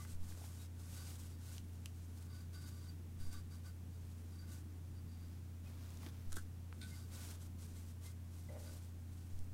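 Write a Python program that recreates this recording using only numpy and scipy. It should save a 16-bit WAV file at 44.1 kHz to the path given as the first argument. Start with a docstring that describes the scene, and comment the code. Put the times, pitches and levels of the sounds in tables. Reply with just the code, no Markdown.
"""An iron presses a shirt collar over a pointed wooden form: strokes hiss as fibres snap free (noise bursts).
Firm pushes excite the form's resonances, thin squeaks sound at single pitches, and stick-slip catches twice.
Loose cloth sweeps, small things tick, and the iron is set down with a rattle of decaying modes.
Behind a short room tail lie machine tones, duct rumble and hiss, and a deep throb about every three seconds."""
import sys
import numpy as np
from scipy import signal
from scipy.fft import rfft, irfft
from scipy.io import wavfile
from scipy.ndimage import uniform_filter1d

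SR = 44100
rng = np.random.default_rng(int(sys.argv[2]) if len(sys.argv) > 2 else 0)


def unload_audio(sound):
    """Save the sound as a 16-bit wav file, at the path given as the first command line argument."""
    columns = np.transpose(np.atleast_2d(sound))
    # keep every value between -1 and 1, then stretch to whole-number steps
    steps = np.round(np.clip(columns, -1, 1) * 32767)
    wavfile.write(sys.argv[1], SR, steps.astype(np.int16))


N = 420273
T = np.arange(N) / SR  # s


# firm pushes of the iron that reach the form, before trim:
# start t/s, length/s, low ring level/dB, high ring over low ring/dB
PUSHES = [(0.94, 0.23, -71.5, -1), (1.25, 0.16, -83, 4), (1.48, 0.074, -69, -5), (2.278, 0.19, -74, -1),
          (2.519, 0.21, -70.5, 0), (2.686, 0.27, -74.5, -2), (3.18, 0.17, -72, 0),
          (3.299, 0.12, -66.5, -2.5), (3.49, 0.12, -74, -1), (3.63, 0.1, -69.5, -4.5),
          (3.91, .097, -79.5, 0), (4.3, 0.19, -79, -3), (4.458, .15, -74.5, -6), (4.928, .106, -88, 10),
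          (5.065, 0.25, -85, 5.5), (6.857, .215, -71.5, 0), (8.635, 0.1, -70, 0)]
PUSH_ATTACK_S, PUSH_RELEASE_S = 0.031, 0.062


def pressure():
    """Contact force: each push takes hold, keeps its pressure and eases off; pushes add in power."""
    low_power, high_power = np.zeros(N), np.zeros(N)
    for start, length, db, bright_db in PUSHES:
        attack = np.clip((T - start) / PUSH_ATTACK_S, 0, 1)
        release = np.clip((start + length - T) / PUSH_RELEASE_S, 0, 1)
        push = undb(db) * attack * release
        low_power += push ** 2
        high_power += (push * undb(bright_db)) ** 2
    return np.sqrt(low_power), np.sqrt(high_power)


# light strokes of iron and fingers over the cloth, before trim: start t/s, length/s, level/dB
STROKES = [(-0.057, 0.22, -62.5), (0.2, 0.19, -64), (0.342, .226, -61.5), (0.544, .128, -63),
           (0.743, 0.62, -62.5), (0.885, .26, -60.5), (1.377, 0.25, -62), (1.585, 0.62, -72),
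           (2.137, 0.15, -69.5), (3.973, 0.41, -73.5), (4.465, 0.16, -65.5), (5.82, .33, -73),
           (6.291, .143, -63.5), (6.72, 0.41, -67), (7.105, .26, -57), (7.393, 0.089, -65),
           (7.58, 0.092, -62.5), (7.672, 0.076, -65.5), (7.731, .115, -64), (7.841, 0.089, -68.5),
           (8.01, 0.12, -62), (8.303, 0.17, -67.5), (8.43, 0.49, -66), (8.65, .155, -66.5),
           (9.062, 0.41, -72.5)]


def sliding(low_push, push_hiss_db=6, resting_db=-83):
    """Power addition: light strokes, hiss in step with the pushes, and a faint stir of resting hands."""
    push_hiss = undb(push_hiss_db) * low_push
    return np.sqrt(arcs(STROKES) ** 2 + push_hiss ** 2 + undb(resting_db) ** 2)


# spectrum of the rubbed cloth: f/Hz, level/dB
CLOTH_SPECTRUM = [(200, -5), (500, -2.5), (900, -4), (2200, -6.5), (3500, -3.5), (6000, -1.5), (8500, -0.5),
                  (11000, -4.5), (13000, -5.5), (15500, -11)]


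def rubbing(slide, grip_db=2.0, trim_db=-0.4):
    """Friction noise: cloth hisses with the speed of the stroke, under a grip that is never quite even."""
    hiss = colour(fibres(per_s=5000, spread_db=2.0, smooth=1.24), CLOTH_SPECTRUM)
    return hiss * undb(grip_db * walk(45)) * slide * undb(trim_db)


# resonances of the wooden form, low and high group: f/Hz, width of one filter pass/Hz, level/dB
FORM_LOW_MODES = [(1166, 34, -2), (1495, 48, 2), (2115, 97, -9.5)]
FORM_HIGH_MODES = [(3764, 47, -3), (4706, 120, 5.5), (6570, 180, -17), (8700, 340, -15)]


def form(slide, low_push, high_push, low_db=1.3, high_db=2.0, light_db=-15, steady=0.45, grip_db=2.2):
    """Forced resonance: friction drives the form faintly in any stroke, clearly under pressure."""
    low_drive = np.maximum(undb(light_db) * slide, undb(low_db) * low_push)
    high_drive = undb(high_db) * high_push
    friction = fibres(per_s=2000, spread_db=4.5, smooth=1.0)
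    low_ring = low_drive * sustain(resonate(friction, FORM_LOW_MODES), steady)
    high_ring = high_drive * sustain(resonate(friction, FORM_HIGH_MODES), steady)
    return (low_ring + high_ring) * undb(grip_db * walk(40))


# brief catches that make one resonance sing: start t/s, length/s, f/Hz, level/dB before the uneven grip
SQUEAK_TONES = [(-0.02, 0.044, 1170, -57.5), (-0.02, 0.094, 2020, -68), (0.56, 0.11, 3780, -71),
                (1.468, 0.079, 1480, -73), (2.883, 0.026, 4630, -60.5), (4.385, 0.024, 4670, -63),
                (5.657, 0.027, 2490, -67), (6.803, 0.075, 1507, -56), (6.89, 0.076, 2110, -65),
                (7.752, 0.047, 2100, -73), (8.04, 0.064, 2070, -67), (8.485, 0.016, 2000, -61.5),
                (8.638, .08, 1502, -66.5)]


def squeaks(waver=0.01114, grip_db=1.4):
    """Mode locking: friction holds to one resonance, and a thin, unsteady tone swells and stops."""
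    out = np.zeros(N)
    turns = np.cumsum(1 + waver * walk(350)) / SR  # wavering cycles of a 1 Hz tone
    grip = undb(grip_db * walk(140))
    for start, length, hz, db in SQUEAK_TONES:
        on = (T > start) & (T < start + length)
        arc = np.sin(np.pi * (T[on] - start) / length)
        out[on] += undb(db) * arc * grip[on] * np.sin(2 * np.pi * hz * turns[on])
    return out


# course of a fingertip juddering over taut cloth: t/s, slip rate before jitter/(1/s), level/dB
JUDDER_COURSE = [(8.484, 263, -74), (8.497, 283, -55.5), (8.53, 185, -62), (8.56, 130, -54),
                 (8.59, 135, -62.5), (8.63, 130, -66), (8.69, 85, -66), (8.79, 54, -77)]
# resonances of the taut cloth: f/Hz, width of one filter pass/Hz, level/dB
TAUT_MODES = [(574, 90, 5), (750, 100, -10), (2000, 170, -12)]


def judder():
    """Stick-slip: a fingertip judders over taut cloth, each slip striking its resonances."""
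    return stick_slip(JUDDER_COURSE, TAUT_MODES, jitter=0.17, scatter_db=1.0)


# course of a short dry scrape: t/s, slip rate before jitter/(1/s), level/dB
SCRAPE_COURSE = [(6.811, 700, -70), (6.815, 880, -55), (6.838, 860, -58), (6.852, 740, -65),
                 (6.875, 500, -74)]
# resonances of the scrape: f/Hz, width of one filter pass/Hz, level/dB
SCRAPED_MODES = [(1485, 45, -1), (2400, 450, -0.5), (3750, 550, 5.5), (4270, 350, -10), (8350, 350, -11),
                 (8800, 350, -1)]


def scrape():
    """Stick-slip: faster, more irregular slips fuse into a short dry scrape."""
    return stick_slip(SCRAPE_COURSE, SCRAPED_MODES, jitter=0.4, scatter_db=4)


# spectrum of loose cloth: f/Hz, level/dB
SLEEVE_SPECTRUM = [(300, 6.5), (900, 4), (1600, 1), (2800, -2), (5000, -0.5), (9000, -7)]
# sweeps of the sleeve and the turned collar: start t/s, length/s, level before trim/dB
CLOTH_SWEEPS = [(5.16, 0.28, -73), (5.631, 0.13, -67), (5.735, 0.3, -65.5), (5.997, 0.11, -60.5),
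                (6.085, 0.21, -69.5), (7.08, .32, -63.5)]


def loose_cloth(trim_db=0.5):
    """Friction noise: broad sweeps of the sleeve and the turned collar sound darker than the strokes."""
    rustle = colour(fibres(per_s=2500, spread_db=1.0, smooth=0.75), SLEEVE_SPECTRUM)
    return rustle * arcs(CLOTH_SWEEPS) * undb(trim_db)


# the iron bumps and settles:
# t/s, body level/dB, shell level/dB, crackle level before trim/dB, crackle T60/s
IRON_KNOCKS = [(6.063, -45.5, -56, -56, .03), (6.3212, -66, -49.5, -41.5, 0.018),
               (6.3280, -52, -50, -34, 0.012), (6.342, -61, -67, -46, .015), (6.3573, -80, -63, -45, 0.098),
               (6.366, -59, -50, -41, 0.024), (6.3691, -42, -42, -44, 0.013), (6.383, -60, -47, -52, 0.1)]
# modes of the heavy body, then of the shell: f/Hz, level/dB before peak scaling, T60/s
BODY_MODES = [(236, 0.5, 0.065), (336, 3, 0.081), (380, -6, 0.052), (487, -13, 0.021), (660, -9, 0.047)]
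SHELL_MODES = [(1130, -4, 0.04), (1268, -7, 0.039), (1314, -4.5, 0.081), (1405, -1, .05), (1507, 1, 0.056),
               (1580, 2, 0.043), (1720, -6.5, 0.1), (2010, -14, 0.085), (2890, -10, 0.065),
               (3280, -9, 0.069), (4320, -11, .05)]
# spectrum of the contact crackle: f/Hz, level/dB
CRACKLE_SPECTRUM = [(500, -11), (1500, -12), (3000, -1.5), (6000, 2), (8500, 6), (12000, -2), (15500, -9)]


def iron(crackle_trim_db=-7):
    """Modal decay: heel and sole touch down; the body thuds, the shell rings, loose parts crackle."""
    out, t = np.zeros(N), T[:16384]
    grit = colour(noise(), CRACKLE_SPECTRUM)
    for start, body_db, shell_db, contact_db, t60 in IRON_KNOCKS:
        body = undb(body_db) * ring(BODY_MODES, t)
        shell = undb(shell_db) * ring(SHELL_MODES, t)
        crackle = np.roll(grit, -int(start * SR))[:len(t)] * decay(t, t60)
        add(out, start, body + shell + undb(contact_db + crackle_trim_db) * crackle)
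    return out


# ticks of cloth, nails and handle: t/s, peak level/dB, f/Hz, T60 before filtering/s
TICK_EVENTS = [(0.050, -51, 1180, 0.023), (0.322, -54, 1520, 0.014), (0.348, -59, 1800, .012),
               (0.374, -54, 615, .02), (0.396, -59, 800, .012), (0.415, -55, 650, 0.029),
               (0.4402, -54, 1900, 0.011), (0.441, -49, 740, 0.012), (1.230, -49, 8950, .005),
               (1.5814, -38.5, 4200, 0.0067), (1.8587, -34.5, 7300, 0.011), (1.8588, -40, 2600, 0.012),
               (5.905, -44, 7000, .004), (5.973, -45, 6000, 0.011), (6.033, -54, 1400, .015),
               (6.0635, -44, 2500, 0.023), (6.7269, -43, 1480, 0.0071), (7.250, -43, 6000, .006),
               (7.630, -50, 7000, .012), (7.695, -56, 7000, .006), (9.391, -43, 7200, .004)]


def ticks():
    """Impulse response: tiny snaps, each a burst around its own pitch that dies at once."""
    out, t = np.zeros(N), T[:4096]
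    for start, db, hz, t60 in TICK_EVENTS:
        burst = rng.standard_normal(len(t)) * decay(t, t60)
        burst[0] += 6  # the first contact is stressed
        snap = band(band(burst, hz, hz), hz, hz)  # filters as wide as the pitch is high
        add(out, start, undb(db) * snap / np.abs(snap).max())
    return out


def room(x, t60_s=0.18, tail_db=-13.5, gap_s=0.0034):
    """Reverberation: after a short gap, table and walls return a short, soft, diffuse tail."""
    t = T[:16384]
    tail = rng.standard_normal(len(t)) * decay(t, t60_s) * (t > gap_s)
    return x + undb(tail_db) * signal.fftconvolve(x, tail / np.linalg.norm(tail))[:N]


# lobes of one throb, a dip of pressure, a swell and a weaker dip:
# delay/s, half-width at 1/e height/s, height/full scale
PRESSURE_LOBES = [(.022, 0.016, -.012), (.083, 0.024, 0.015), (.17, 0.041, -0.0037)]


def throb(first_s=0.1326, period_s=3.065):
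    """Infrasonic pulse: a slow pressure wave at the bottom edge of hearing returns at a steady pace."""
    out = np.zeros(N)
    for start in np.arange(first_s, T[-1], period_s):
        for delay, width, height in PRESSURE_LOBES:
            out += height * np.exp(-((T - start - delay) / width) ** 2)
    return out


# fan, motor and mains tones: f/Hz, rms level/dB, frequency wander/share of f
MACHINE_TONES = [(86.6, -50, 0.0024), (119.9, -65.5, 0.0017), (117.9, -67.5, 0.0079), (176.3, -71, .012),
                 (233.1, -68.5, .004), (294.7, -73.5, .008), (352.4, -80, 0.0125), (433, -86, .002)]


def machine_tones():
    """Frequency modulation: each steady machine tone wanders slightly around its pitch."""
    out = np.zeros(N)
    for hz, db, wander in MACHINE_TONES:
        turns = rng.random() + hz * np.cumsum(1 + wander * walk(9)) / SR
        out += undb(db) * np.sqrt(2) * np.sin(2 * np.pi * turns)
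    return out


# spectra of the duct rumble and of the smooth air hiss: f/Hz, level/dB
RUMBLE_SPECTRUM = [(20, 3), (45, 1), (90, -3.5), (140, 4.5), (200, 0.5), (260, -1.5), (330, -7.5),
                   (420, -16.5), (700, -49)]
AIR_SPECTRUM = [(240, -35.5), (400, -5), (432, -2), (605, -8), (694, -7.5), (1340, -13), (1490, -13),
                (1660, -13.5), (4700, -19.5), (5650, -18), (15500, -20.5)]


def ventilation(rumble_db=-60.5, flicker_db=1.54, air_db=-68.5):
    """Broadband flow noise: duct rumble with a flickering level, under a steady hiss."""
    rumble = undb(rumble_db + flicker_db * walk(6)) * colour(noise(), RUMBLE_SPECTRUM)
    return rumble + undb(air_db) * colour(noise(), AIR_SPECTRUM)


def arcs(strokes, speed_power=0.51):
    """Speed law: each stroke's speed is half a sine, its gain a power of speed; overlaps add in power."""
    power = np.zeros(N)
    for start, length, db in strokes:
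        speed = np.sin(np.pi * np.clip((T - start) / length, 0, 1)).clip(0)
        power += (undb(db) * speed ** speed_power) ** 2
    return np.sqrt(power)


def fibres(per_s, spread_db, smooth):
    """Shot noise: countless fibres snap free, a few much harder than the rest, over a smooth hiss."""
    happens = rng.random(N) < per_s / SR
    strength = undb(spread_db * np.minimum(rng.exponential(size=N), 5))
    return unit(happens * noise() * strength) + smooth * noise()


def stick_slip(course, modes, jitter, scatter_db, steady=0.96):
    """Stick-slip: a surface lets go at uneven intervals, and each slip strikes the resonances."""
    times, rates, db = np.transpose(course)
    rate = np.interp(T, times, rates)
    phase = np.cumsum(rate * np.exp(jitter * walk(250))) / SR
    slips = np.diff(np.floor(phase), prepend=0)  # one impulse per whole turn
    slips = slips * undb(scatter_db * noise()) / np.sqrt(rate)
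    return sustain(resonate(slips, modes), steady) * swell(times, db)


def sustain(x, share, hold_s=0.016):
    """Self-limiting: friction feeds a weak vibration and brakes a strong one, which evens out its swells."""
    power = np.abs(uniform_filter1d(x ** 2, int(hold_s * SR))) + 1e-9
    return unit(x / power ** (np.clip(share, 0, 1) / 2))


def band(x, hz, width):
    """Single resonance: a second-order peak filter with gain 1 at its centre."""
    return signal.lfilter(*signal.iirpeak(hz, hz / width, fs=SR), x)


def resonate(x, modes, skirt=5):
    """Parallel resonances: each mode is filtered narrow, then wide, for steep skirts; rms 1."""
    out = np.zeros(N)
    for hz, width, db in modes:
        out += undb(db) * unit(band(band(x, hz, width), hz, skirt * width))
    return unit(out)


def ring(modes, t):
    """Modal superposition, peak 1: each blow lands on another spot, so the modes start either way."""
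    out = np.zeros(len(t))
    for hz, db, t60 in modes:
        out += rng.choice([-1, 1]) * undb(db) * decay(t, t60) * np.sin(2 * np.pi * hz * t)
    return out / np.abs(out).max()


def decay(t, t60):
    """Exponential damping: a fall of 60 dB in t60 seconds."""
    return np.exp(-np.log(1000) * t / t60)


def colour(x, points):
    """Spectral shaping: weight x by (f/Hz, level/dB) points joined over log frequency, at rms 1."""
    hz, db = np.transpose(points)
    f = np.arange(N // 2 + 1) * SR / N
    gain = undb(np.interp(np.log(f + 1), np.log(hz), db))
    return unit(irfft(rfft(x) * gain, N))


def walk(rate):
    """Random modulation: chance values, rate per second, joined by straight lines, at rms 1."""
    count = int(10 * rate) + 2
    return unit(np.interp(T * rate, np.arange(count), rng.standard_normal(count)))


def swell(times, db):
    """Envelope: gain along a level curve, practically silent outside it."""
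    return undb(np.interp(T, times, db, left=-150, right=-150))


def noise():
    """White noise: equal power at all frequencies."""
    return rng.standard_normal(N)


def undb(db):
    """Level law: decibels to amplitude gain."""
    return 10 ** (np.asarray(db) / 20)


def unit(x):
    """Normalisation: scale to rms 1."""
    return x / np.sqrt(np.mean(x ** 2))


def add(out, start, sound):
    """Superposition: mix a sound in at start seconds."""
    i = int(start * SR)
    out[i:i + len(sound)] += sound[:N - i]


def scene():
    """Superposition: handwork at the table excites the room; the background is added without its tail."""
    low_push, high_push = pressure()
    slide = sliding(low_push)
    ironing = rubbing(slide) + form(slide, low_push, high_push) + squeaks()
    catches = judder() + scrape()
    handwork = ironing + catches + loose_cloth() + iron() + ticks()
    background = throb() + machine_tones() + ventilation()
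    return (room(handwork) + background)[None]


def record(dry, top_hz=15750):
    """Low-pass filtering: a steep elliptic filter cuts the treble above top_hz."""
    low_pass = signal.ellip(10, 0.1, 70, top_hz, fs=SR, output="sos")  # 0.1 dB ripple, 70 dB stop band
    return signal.sosfilt(low_pass, dry)


dry = scene()
out = record(dry)
unload_audio(out)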